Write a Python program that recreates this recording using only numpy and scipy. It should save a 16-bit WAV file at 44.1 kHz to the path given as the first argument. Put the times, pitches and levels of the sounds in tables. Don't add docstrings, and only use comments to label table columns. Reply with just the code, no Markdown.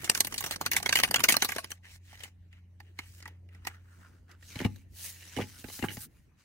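import sys
import numpy as np
from scipy import signal
from scipy.fft import rfft, irfft, next_fast_len
from scipy.io import wavfile
from scipy.ndimage import uniform_filter1d, map_coordinates

SR = 44100
rng = np.random.default_rng(int(sys.argv[2]) if len(sys.argv) > 2 else 0)


def transcribe(signal):
    frames = np.atleast_2d(signal).T
    limited = np.clip(frames, -1, 1)
    pcm = np.round(limited * 32767).astype(np.int16)
    wavfile.write(sys.argv[1], SR, pcm)


N = 284004


# (time [s], snap level [dB], pile ring level [dB], snap time to fall 60 dB [s],
# ring centre [Hz], treble tilt [dB], left over right [dB])
SLAPS = [(0.0327, -40.5, -47.5, 0.041, 1730.0, 3, -11), (0.0445, -20.5, -44.5, 0.097, 2045, -8.5, -2),
         (0.076, -37.5, -38, 0.033, 1630, 0.5, -3), (0.0985, -1.5, -38.5, 0.026, 2680.0, -7, 2),
         (0.1156, -24.5, -40.5, 0.041, 2050.0, -2.5, -3), (0.1503, -13.5, -31.5, 0.03, 1680.0, -6.5, -2.5),
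         (0.176, -16.5, -40, 0.021, 1873, -1.5, -3.5), (0.2062, -3.5, -34.5, 0.032, 1854, -1.5, -2),
         (0.2485, -17.5, -46, 0.045, 1080.0, -6, 0), (0.271, -18.5, -37, 0.04, 1960, 2.5, 1),
         (0.3248, -23.5, -40.5, 0.052, 2220.0, -8, -1.5), (0.3426, -20.5, -36, 0.041, 2770, -2.5, -2.5),
         (0.3607, -30, -47, 0.033, 1760.0, 2, -6), (0.381, -16.5, -57, 0.088, 1600.0, -2, 1),
         (0.4074, -19.5, -37, 0.05, 1490.0, 7.5, -4.5), (0.4255, -27, -46.5, 0.041, 2720.0, -14.5, 2),
         (0.441, -18, -34.5, 0.061, 1350, -3.5, 0.5), (0.463, -19.5, -38.5, 0.096, 2290.0, 0, -1),
         (0.511, -16.5, -44.5, 0.06, 2420.0, -2, -2.5), (0.5225, -22.5, -41, 0.081, 2110.0, -3, 0),
         (0.561, -21, -60, 0.031, 2530.0, -10, -3), (0.613, -16.5, -42, 0.057, 2150.0, -5, -1),
         (0.6542, -33.5, -45.5, 0.018, 1200, -6, -0.5), (0.663, -13, -25, 0.049, 1875, -2, 1.5),
         (0.7162, -14.5, -24.5, 0.085, 2290.0, 2, 1.5), (0.7338, -16, -33, 0.043, 2470, -1.5, -3.5),
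         (0.74, -27, -43, 0.017, 2200, 0, 2.5), (0.755, -30, -42, 0.02, 2600, -0.5, -2),
         (0.7656, -11.5, -19, 0.082, 2227, -1.5, -2.5), (0.8014, -28.5, -41, 0.033, 1315, -4.5, -2.5),
         (0.829, -19, -37.5, 0.032, 1210.0, -0.5, -1), (0.8611, -13, -25, 0.043, 2002, -7.5, -3),
         (0.8935, -10, -32, 0.03, 2034, -13.5, -4.5), (0.909, -30.5, -39, 0.033, 1908, -3.5, -1),
         (0.927, -12.5, -18.5, 0.071, 1986, -5.5, -3.5), (0.9559, -9.5, -17, 0.066, 2800, -4.5, -1.5),
         (0.9709, -17.5, -23.5, 0.13, 2440, 3, -1.5), (0.9886, -15.5, -22.5, 0.059, 1880, -2, -1),
         (1.0003, -13, -29.5, 0.03, 2145, -7.5, 1), (1.029, -34.5, -41.5, 0.03, 1722, -3, -5),
         (1.035, -11, -15.5, 0.087, 2344, 0, 1), (1.047, -26.5, -26, 0.047, 1992, -6, 0.5),
         (1.0767, -29.5, -41, 0.043, 1309, 0, -1), (1.088, -32.5, -44.5, 0.023, 1535, -3.5, -1),
         (1.112, -12.5, -34, 0.031, 1860, -4, -0.5), (1.1429, -12.5, -18, 0.034, 2157, -5, -2),
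         (1.1603, -10.5, -20.5, 0.039, 2213, -4, -1.5), (1.183, -31, -36.5, 0.034, 2660.0, -10.5, -3.5),
         (1.1943, -22.5, -31, 0.081, 1823, 3.5, -4.5), (1.205, -18, -28.5, 0.03, 1807, 0.0, 0),
         (1.2393, -5, -20, 0.065, 1816, -3, 1), (1.2466, -20, -31, 0.014, 1938, -5.5, -2),
         (1.2878, -6, -14.5, 0.041, 2384, -14, 2.5), (1.2948, -8.5, -32, 0.063, 2646, 13, 0),
         (1.303, -15.5, -22, 0.095, 3040.0, 0, -4.5), (1.324, -7, -31, 0.046, 1890.0, 2, 0),
         (1.342, -18, -23, 0.036, 1822, -8, 2), (1.368, -6, -30, 0.023, 1663, -3, -2.5),
         (1.4225, -9, -22, 0.024, 2093, -6.5, 0), (1.4267, -14, -26.5, 0.064, 2193, 3, -1.5),
         (1.4476, -12, -31.5, 0.059, 1253, -1.5, 1), (1.4897, -21, -29, 0.055, 1920, -2.5, 1.5),
         (1.5063, -29.5, -41.5, 0.027, 2107, 9.5, 1), (1.5201, -22.5, -29, 0.047, 1723, -0.5, -4),
         (1.5509, -31.5, -51, 0.03, 2176, 2, -3.5), (1.5635, -19, -35, 0.043, 1768, -5, 1),
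         (1.5837, -22.5, -28.5, 0.091, 1405, -3.5, 0.5), (1.644, -24, -41.5, 0.034, 1933, -5, -3),
         (1.705, -31, -45, 0.12, 2870.0, 3.5, 0), (1.718, -20.5, -38, 0.023, 2070, -5, 3)]
# (time [s], level [dB])
PUFF = [(0, -29.5), (.3, -39.5), (1.1, -38.5), (1.35, -30.5), (1.75, -45.5)]
PUFF_GROWS = 0.34
# (centre [Hz], width [Hz], level [dB])
PILE_MODES = [(720, 87, 4), (1147, 54, 2), (1540, 260, -1), (2080, 560, 1), (2360, 550, -3),
              (2970, 120, -0.5)]
# (frequency [Hz], level [dB per Hz])
SNAP_COLOUR = [(880, -11), (1500, -11.5), (2140, -8.5), (2930, -12), (3560, -6), (5880, -5.5), (7590, -6),
               (13500, -5), (15700, -14.5)]
# (centre [Hz], width [Hz], level [dB])
AIR_MODES = [(204, 260, 0)]
# (frequency [Hz], likeness [0 to 1])
CARD_ALIKE = [(200, 0.2), (1000, 1), (2500, 0.36), (4000, 0.46), (6000, .12), (14000, 0.47)]
# (time [s], lead [ms])
LEAD = [(0, .13), (3.7, 0.12), (4.3, 0.0033), (6.4, 0.011)]
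FLICK_DB = 13
DETUNE = 0.053
RING_RISE_S, STRIKE_T60_S = 0.001, 0.004
SLAP_FOCUS_DB, TICK_FOCUS_DB, KNOCK_FOCUS_DB = 8.5, 14.5, 30

# (time [s], hiss level [dB], scrape above hiss [dB])
RUSTLE = [(0, -56, 1.5), (.25, -50.5, -8), (.47, -58.5, -4), (.72, -63, 8), (.85, -51.5, 0.5),
          (1.15, -55, -1), (1.4, -45.5, -1.5), (1.66, -63, 0), (1.78, -71, 2), (1.82, -120, 0)]
# (time of peak [s], speeding up [s], slowing down [s], hiss level [dB],
# scrape above hiss [dB])
STROKES = [(1.849, 0.028, 0.17, -62, 7.5), (1.949, 0.13, 0.042, -52, -8), (2.12, 0.12, 0.16, -57, -2.5),
           (2.236, 0.097, 0.094, -56.5, 1), (2.54, 0.045, 0.1, -76.5, 10.5), (2.85, 0.079, 0.12, -77.5, 7),
           (3.01, 0.061, 0.11, -64, 7.5), (3.18, 0.27, 0.055, -58, -11), (3.279, 0.17, 0.11, -74.5, 11),
           (3.55, 0.061, 0.096, -73.5, 6.5), (3.7, 0.12, 0.13, -65, 4), (3.991, 0.24, 0.35, -67, -2),
           (4.315, 0.055, 0.08, -68.5, 3.5), (4.521, 0.15, 0.16, -50, -10.5), (4.621, 0.17, 0.11, -54.5, 5),
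           (4.75, 0.17, 0.14, -65, -1.5), (5.051, 0.14, 0.14, -42, -11.5), (5.27, 0.33, 0.81, -52, -5.5),
           (5.419, 0.13, 0.028, -49, 4), (5.5, 0.15, 0.11, -96, -3), (5.598, 0.041, 0.1, -51, -15.5),
           (5.762, 0.15, 0.088, -44.5, -15), (5.848, 0.059, 0.054, -49, 1.5),
           (5.93, 0.052, 0.057, -47, -14), (6.038, 0.14, 0.04, -48.5, -14), (6.18, 0.14, 0.18, -73.5, -3.5),
           (6.41, 0.056, .1, -65.5, -4.5)]
EDGE_DB, SWELL = 32, 1.95
# (frequency [Hz], level [dB per Hz])
HISS_COLOUR = [(1760, -33), (3000, -3), (5290, 3.5), (5830, 2), (8600, 0.5), (9740, 1), (14600, -3),
               (15700, -1)]
# (frequency [Hz], level [dB per Hz])
SCRAPE_COLOUR = [(350, -51.5), (600, -19), (792, -17.5), (1170, -8), (1400, -0.5), (1850, 4), (2900, -0.5),
                 (4000, -11), (5200, -42.5), (8800, -120)]
# (frequency [Hz], likeness [0 to 1])
RUB_ALIKE = [(500, 0.27), (2500, .6), (5000, 0.16), (9000, 0.52), (14000, .15)]
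# (time [s], gain [dB])
SHEEN = [(0, 4.5), (1.7, -6.5), (2.3, -4), (3.2, 0.5), (4, -3), (4.5, -4.5), (4.9, 1), (5.1, 2.5),
         (5.3, -6.5), (5.6, 1), (5.76, 2), (5.93, 6), (6.04, 7.5), (6.44, -11)]
SHEEN_HZ = 8600
# (time [s], gain [dB])
DRAG = [(0, 9.5), (1.8, -8.5), (2.1, -4), (3.2, -0.5), (3.5, 10), (3.9, 14), (4.35, 14), (4.5, 1.5),
        (5.1, -6), (5.8, 6), (6.44, 5.5)]
DRAG_HZ, DRAG_WIDTH_HZ = 1270, 780

# (time [s], rumble level [dB])
HANDS = [(0, -49.5), (.4, -53), (1.2, -44), (1.55, -65.5), (1.75, -73.5), (4.1, -62), (4.4, -64), (6, -62),
         (6.44, -68.5)]
# (frequency [Hz], level [dB per Hz])
RUMBLE_COLOUR = [(30, -4), (70, -4.5), (130, 0.5), (300, -6), (600, -18.5), (1200, -43.5)]
# (time [s], level [dB])
HUM = [(0, -55.5), (1.6, -55.5), (2.9, -51), (3.7, -49), (4.2, -54.5), (4.9, -52.5), (5.7, -56.5), (6, -75),
       (6.44, -69)]
HUM_HZ = 88.8
# (frequency [Hz], level [dB per Hz])
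ROOM_COLOUR = [(12, -53.5), (20, -14), (67, -0.5), (93, -14.5), (113, -5), (138, -14.5), (311, -23.5),
               (400, -39), (1530, -36.5), (1860, -33), (3650, -44.5), (14000, -54), (16100, -58.5)]
ROOM_DB = -60
# (frequency [Hz], likeness [0 to 1])
ROOM_ALIKE = [(60, 1), (300, 0.56), (1000, 0.33), (3000, 0.05)]
# (frequency [Hz], time to fall 60 dB [s])
WALLS = [(200, 0.41), (2000, 0.043), (12000, 0.076)]

# (time [s], snap level [dB], pile ring level [dB],
# ring centre [Hz], left over right [dB])
TICKS = [(2.1298, -43, -46.5, 910.0, -2), (2.142, -53, -49, 2890.0, -5), (2.154, -42, -49, 2760.0, -3),
         (2.175, -44, -49, 1970.0, 0.0), (2.194, -37, -54, 2190.0, 1), (2.205, -34.5, -42, 2760.0, -2),
         (2.215, -45.5, -55, 2560.0, 0), (2.2266, -42, -53, 2160, -4), (2.236, -26.5, -37.5, 2660, 9),
         (2.244, -35, -42, 1870.0, -9), (2.253, -51.5, -44, 1440, -0.5), (2.2781, -43.5, -51, 1700, 1),
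         (2.528, -52, -48.5, 2560.0, -0.5), (2.803, -40, -39.5, 1390, -2), (2.9897, -25.5, -26, 1470, 0),
         (3.0387, -54, -63, 1710.0, -2), (3.2036, -40, -48, 2350, 0), (3.226, -34, -42, 1720, 0),
         (3.256, -39, -31.5, 1450, -1.5), (3.278, -33.5, -40.5, 1320, 0), (3.489, -57.5, -54.5, 2195, -0.5),
         (3.5482, -48, -49, 1630, -2.5), (3.6507, -31.5, -37, 1330.0, -2.5),
         (3.6706, -18, -23.5, 1460, -1.5), (3.678, -28, -35, 1640.0, 3), (3.699, -56, -47.5, 1494, -3),
         (4.2932, -57, -53, 1454, -3), (4.3151, -41.5, -52, 1990, -5), (4.426, -43.5, -46, 2370, -4),
         (4.59, -32, -30.5, 2220, -6), (4.634, -48, -58, 2500, 0), (4.661, -32, -37, 2700, -1),
         (4.7613, -40, -77, 2640, -2.5), (5.225, -57, -49, 2560, -6), (5.8929, -34.5, -34, 2390, -0.5),
         (5.905, -40, -35.5, 2380, 7), (5.9125, -43, -51, 2600, 2), (5.931, -43, -48, 2500, -4)]
TICK_T60_S = 0.04
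TICK_BRIGHT_DB, TICK_PUFF_DB = -8, -5
# (centre [Hz], width [Hz], level [dB])
SPREAD_MODES = [(822, 126, 3), (1340, 240, -11), (1963, 150, 3), (2620, 260, -8.5), (2970, 115, 0)]
# (time [s], snap level [dB], pile ring level [dB], thud level [dB],
# contact length before limits [ms], ring centre [Hz])
KNOCKS = [(4.558, -31.5, -34.5, -32.5, 7.3, 1960), (4.603, -34, -29.5, -29.5, 4.6, 2160),
          (4.6144, -30.5, -39, -27, 4.5, 2350.0), (4.6463, -39.5, -28, -28.5, 5.1, 2150.0),
          (4.6505, -28.5, -30.5, -17.5, 7, 2400), (4.663, -53.0, -39.5, -31.5, 4.1, 990.0),
          (5.3655, -33, -34, -33.5, 3.9, 2450), (5.3726, -33, -34, -27, 4.3, 2740.0),
          (5.386, -61, -26.5, -29, 2, 905), (5.3912, -60.0, -38, -24.5, 4.1, 990),
          (5.4024, -38, -38, -29.5, 2.7, 1380.0), (5.4124, -33, -32, -32, 3.4, 2213),
          (5.4195, -34.5, -30, -35, 7.6, 2350), (5.437, -41, -42, -40.5, 4.4, 2440),
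          (5.6426, -41.5, -38, -36.5, 4.6, 2100), (5.685, -36.5, -47, -43.5, 3.5, 1970.0),
          (5.6997, -34.5, -44, -48, 1.3, 2110.0), (5.792, -38, -39, -39.5, 4.9, 2290.0),
          (5.8259, -37.5, -28, -26, 5.2, 2280), (5.8388, -48, -24.5, -23, 4.35, 1270),
          (5.844, -60.0, -26, -32, 5.1, 1100), (5.885, -46.5, -32, -38.5, 7.1, 2430),
          (5.9157, -42.5, -40.5, -42.5, 4.8, 2320.0), (5.9705, -32.5, -39.5, -35, 6.9, 2500)]
KNOCK_T60_S = 0.065
KNOCK_BRIGHT_DB, KNOCK_PUFF_DB = -14, -2
CARD_PAN_DB, PAN_SPREAD_DB = -1.6, 7
BRIGHT_SPREAD_DB = 1.5
THUD_LAG_S = 0.00207
# (centre [Hz], width [Hz], level [dB])
DESK_MODES = [(98, 8.2, 17.5), (167.2, 150, 18.5), (265, 22, 10.5), (352, 90, -20), (510, 190, -15.5),
              (845, 18, 0)]
# (centre [Hz], width [Hz], level [dB])
SWAY_MODES = [(59, 42, 2.5)]

# (frequency [Hz], gain [dB])
MIC = [(20, -16), (40, -4), (600, -0.5), (830, 1.5), (1300, -2.5), (1900, -1.5), (2550, -0.5), (2900, 1.5),
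       (3350, -2), (4100, 0.5), (4500, -1), (4900, -1.2), (5400, -2.5), (6000, 0.5), (6300, 0),
       (6650, -0.5), (7400, -2), (15700, -0.04), (16000, -10.5), (16200, -26), (16800, -33.5)]
TOP_HZ = 16812


def amp(db):
    return 10 ** (np.asarray(db) / 20)


def unit(x):
    return x / np.sqrt(np.mean(x ** 2) + 1e-20)


def along(points, hz):
    f, v = np.transpose(points)
    return np.interp(np.log(hz + 1), np.log(f + 1), v)


def curves(rows):
    s, *columns = np.transpose(rows)
    return [np.interp(np.arange(N) / SR, s, column) for column in columns]


def wobble(rate):
    points = rng.standard_normal(int(N * rate / SR) + 4)
    return map_coordinates(points, [np.arange(N) * rate / SR])


def filtered(x, response):
    n = x.shape[-1]
    m = next_fast_len(n + 8192)
    return irfft(rfft(x, m) * response(np.fft.rfftfreq(m, 1 / SR)), m)[..., :n]


def modes(table):
    def response(f):
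        return sum((-1) ** k * amp(db) * 1j * f * width / (centre * centre - f * f + 1j * f * width)
                   for k, (centre, width, db) in enumerate(table))
    return response


def flat_gain(response):
    scale = np.sqrt(np.mean(np.abs(response(np.linspace(0, SR / 2, 4096))) ** 2))
    return lambda f: response(f) / scale


def carrying(x, envelope):
    return x * np.linalg.norm(envelope) / np.linalg.norm(x, axis=1, keepdims=True)


def pair(two, alike, lead_ms=0):
    def shares(hz):
        turn = np.arccos(np.clip(along(alike, hz), -1, 1)) / 2
        return np.array([np.cos(turn), np.sin(turn)])

    def delay(hz):
        return np.exp(-2j * np.pi * hz * np.array([[0], [lead_ms / 1000]]))

    mid, side = filtered(two, shares)
    return filtered(np.array([mid + side, mid - side]), delay)


def rush(colour, alike, patchy_db):
    z = signal.stft(rng.standard_normal((2, N)), nperseg=512)[2]
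    field = uniform_filter1d(rng.standard_normal(z.shape[1:]), size=6, axis=0)
    field = uniform_filter1d(field, size=8, axis=1)
    two = signal.istft(z * amp(patchy_db * unit(field)), nperseg=512)[1][:, :N]
    return unit(filtered(pair(two, alike), lambda hz: amp(along(colour, hz))))


def card_blows(events, body, snap_db, ring_db, puff_db, ring_t60, rasp_db, hard_db, focus_db, strike_db):
    early, size = 400, 2800
    out = np.zeros((2, N + size))
    t = (np.arange(size) - early) / SR
    before, after = np.minimum(t, 0), np.maximum(t, 0)
    knots_hz = np.geomspace(1500, 16000, 26)
    mode_hz, width, mode_db = np.transpose(body)
    air = flat_gain(modes(AIR_MODES))
    for s, db, body_db, low_db, t60, bright_db, pan_db, ring_hz in events:
        noise = rng.standard_normal((3, 2, size))

        spiky = noise[0] * amp(1.3 * noise[1, 0])
        spiky[0, early] = amp(FLICK_DB) * np.sign(noise[0, 0, early])
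        crack = amp(0.34 * (db - hard_db) - 60 * after / 0.0054)
        tail = amp(-1.5 - 60 * after / np.clip(t60, 0.006, 0.2))
        edge = np.where(t < 0, amp(rasp_db + 60 * before / 0.012), crack + tail)

        settle = (1 - np.exp(-after / RING_RISE_S)) * amp(-60 * after / ring_t60)
        landing = settle + (t >= 0) * amp(strike_db - 60 * after / STRIKE_T60_S)
        blow = noise[2] * amp(2.5 * noise[1, 1]) * landing

        ripple = np.c_[knots_hz, rng.normal(0, 5, 26)]
        tilt = [(5000, 0.018), (11000, bright_db)]
        shift, luck = rng.standard_normal((2, len(body)))
        struck_db = mode_db + 2.5 * luck - focus_db * np.log2(mode_hz / ring_hz) ** 2
        struck = np.c_[mode_hz * (1 + DETUNE * shift), width, struck_db]

        def snap_gain(hz):
            return amp(along(SNAP_COLOUR, hz) + along(ripple, hz) + along(tilt, hz))

        def puff_gain(hz):
            soft = hz / (hz + 90) / (1 + 1j * hz / 900)
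            return amp(low_db + puff_db) * air(hz) * soft

        snap = amp(db + snap_db) * carrying(filtered(spiky * edge, snap_gain), edge)
        ring = amp(body_db + ring_db) * carrying(filtered(blow, modes(struck)), landing)
        sound = snap + ring + filtered(blow, puff_gain)
        lead_ms = np.interp(s, *np.transpose(LEAD))
        panned = amp([[pan_db / 2], [-pan_db / 2]]) * pair(sound, CARD_ALIKE, lead_ms)
        out[:, round(s * SR) - early:][:, :size] += panned
    return out[:, :N]


def riffle():
    s, snap, ring, t60, ring_hz, bright, pan = np.transpose(SLAPS)
    puff = np.interp(s, *np.transpose(PUFF)) + PUFF_GROWS * snap
    rows = np.c_[s, snap, ring, puff, t60, bright, pan, ring_hz]
    return card_blows(rows, PILE_MODES, snap_db=-9, ring_db=3.5, puff_db=5.5, ring_t60=0.034,
                      rasp_db=-2, hard_db=-5, focus_db=SLAP_FOCUS_DB, strike_db=2.5)


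def rubbing():
    t = np.arange(N) / SR
    hiss_db, scrape_db = curves(RUSTLE)
    power = amp([hiss_db, hiss_db + scrape_db]) ** 2
    for s, rise, fall, db, above_db in STROKES:
        near = slice(round(max(s - 1, 0) * SR), round((s + 1) * SR))
        away = np.where(t[near] < s, (s - t[near]) / rise, (t[near] - s) / fall)
        power[:, near] += (amp([[db], [db + above_db]]) * amp(-EDGE_DB * away ** SWELL)) ** 2
    return np.sqrt(power)


def slide():
    hiss_gain, scrape_gain = rubbing()
    flutter = np.interp(np.arange(N) / SR, [1.6, 1.8], [6.5, 1.1])
    grain_db = flutter * (wobble(45) + 0.4 * wobble(250)) + 1.5 * wobble(900) + 3 * wobble(9000)
    grit_db = 1.4 * wobble(160)

    hiss = rush(HISS_COLOUR, RUB_ALIKE, patchy_db=2.4)
    top = filtered(hiss, lambda hz: 1 / (1 + (SHEEN_HZ / (hz + 1)) ** 8))
    hiss = hiss + (amp(curves(SHEEN)[0]) - 1) * top

    scrape = rush(SCRAPE_COLOUR, RUB_ALIKE, patchy_db=3)
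    low = filtered(scrape, lambda hz: np.exp(-(2 * (hz - DRAG_HZ) / DRAG_WIDTH_HZ) ** 2))
    scrape = scrape + (amp(curves(DRAG)[0]) - 1) * low

    left, right = amp(grain_db) * (hiss_gain * hiss + scrape_gain * amp(grit_db) * scrape)
    most_ms = LEAD[0][1]
    late = filtered(right, lambda hz: np.exp(-2j * np.pi * hz * most_ms / 1000))
    turn = np.pi / 2 * np.clip(curves(LEAD)[0] / most_ms, 0, 1)
    return np.array([left, np.sin(turn) * late + np.cos(turn) * right])


def hands():
    db, = curves(HANDS)
    return amp(db + 1.2 * wobble(33)) * rush(RUMBLE_COLOUR, ROOM_ALIKE, patchy_db=3.5)


def hum():
    db, = curves(HUM)
    turn = 2 * np.pi * np.cumsum(HUM_HZ + 0.5 * wobble(6)) / SR
    waver = amp(1.2 * wobble(10))
    octave = amp(-20 + 1.8 * wobble(3.9)) * np.sin(2 * turn)
    return np.sqrt(2) * amp(db) * waver * (np.sin(turn) + octave)


def room_noise():
    return amp(ROOM_DB + wobble(3.5)) * rush(ROOM_COLOUR, ROOM_ALIKE, patchy_db=3.5)


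def walls(x):
    hz, t, z = signal.stft(rng.standard_normal((2, SR // 3)), SR, nperseg=256)
    fade = amp(-60 * t / along(WALLS, hz)[:, None])
    tail = signal.istft(z * fade, SR, nperseg=256)[1]
    tail = tail / np.linalg.norm(tail[0])
    delayed = np.pad(x, ((0, 0), (300, 0)))
    return signal.fftconvolve(delayed, tail, axes=1)[:, :N]


def scattered(s, snap, ring, puff, t60, bright_db, ring_hz, pan_db):
    bright = bright_db + BRIGHT_SPREAD_DB * rng.standard_normal(len(s))
    return np.c_[s, snap, ring, puff, t60 + 0 * s, bright, pan_db, ring_hz + 0 * s]


def squaring():
    s, snap, ring, ring_hz, pan = np.transpose(TICKS)
    ticks = scattered(s, snap, ring, ring + TICK_PUFF_DB, TICK_T60_S, TICK_BRIGHT_DB, ring_hz, pan)
    s, snap, ring, thud, _, ring_hz = np.transpose(KNOCKS)
    pan = rng.normal(CARD_PAN_DB, PAN_SPREAD_DB, len(s))
    knocks = scattered(s, snap, ring, thud + KNOCK_PUFF_DB, KNOCK_T60_S, KNOCK_BRIGHT_DB, ring_hz, pan)
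    catching = card_blows(ticks, SPREAD_MODES, snap_db=-11.5, ring_db=-4, puff_db=-6.5, ring_t60=0.038,
                          rasp_db=-3, hard_db=-7.5, focus_db=TICK_FOCUS_DB, strike_db=5.5)
    striking = card_blows(knocks, PILE_MODES, snap_db=-12, ring_db=-7, puff_db=-6, ring_t60=0.044,
                          rasp_db=3.5, hard_db=-9, focus_db=KNOCK_FOCUS_DB, strike_db=9.5)
    return catching + striking


def thuds():
    push, touch = np.zeros((2, N))
    for edge_s, _, _, db, ms, _ in KNOCKS:
        start = round((edge_s + THUD_LAG_S) * SR)
        u = np.linspace(0, 1, round(np.clip(ms, 1.5, 12) * SR / 1000))
        push[start:][:len(u)] += amp(db) * np.sin(2 * np.pi * u) * np.sin(np.pi * u)
        touch[start:][:24] += amp(db) * np.hanning(24)
    desk = amp(-7) * filtered(push, modes(DESK_MODES))
    high = amp(13.5) * filtered(touch, modes(DESK_MODES[-2:]))
    sway = filtered(touch, modes(SWAY_MODES))
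    return amp(7.5) * push + desk + high + sway


def scene():
    near = riffle() + squaring() + thuds()
    echo = amp(-22) * walls(near)
    return near + echo + slide() + hands() + hum() + room_noise()


def record(dry):
    rounded = dry / (1 + np.abs(dry / 0.9) ** 6) ** (1 / 6)
    return filtered(rounded, lambda hz: amp(along(MIC, hz)) * (hz < TOP_HZ))


dry = scene()
out = record(dry)
transcribe(out)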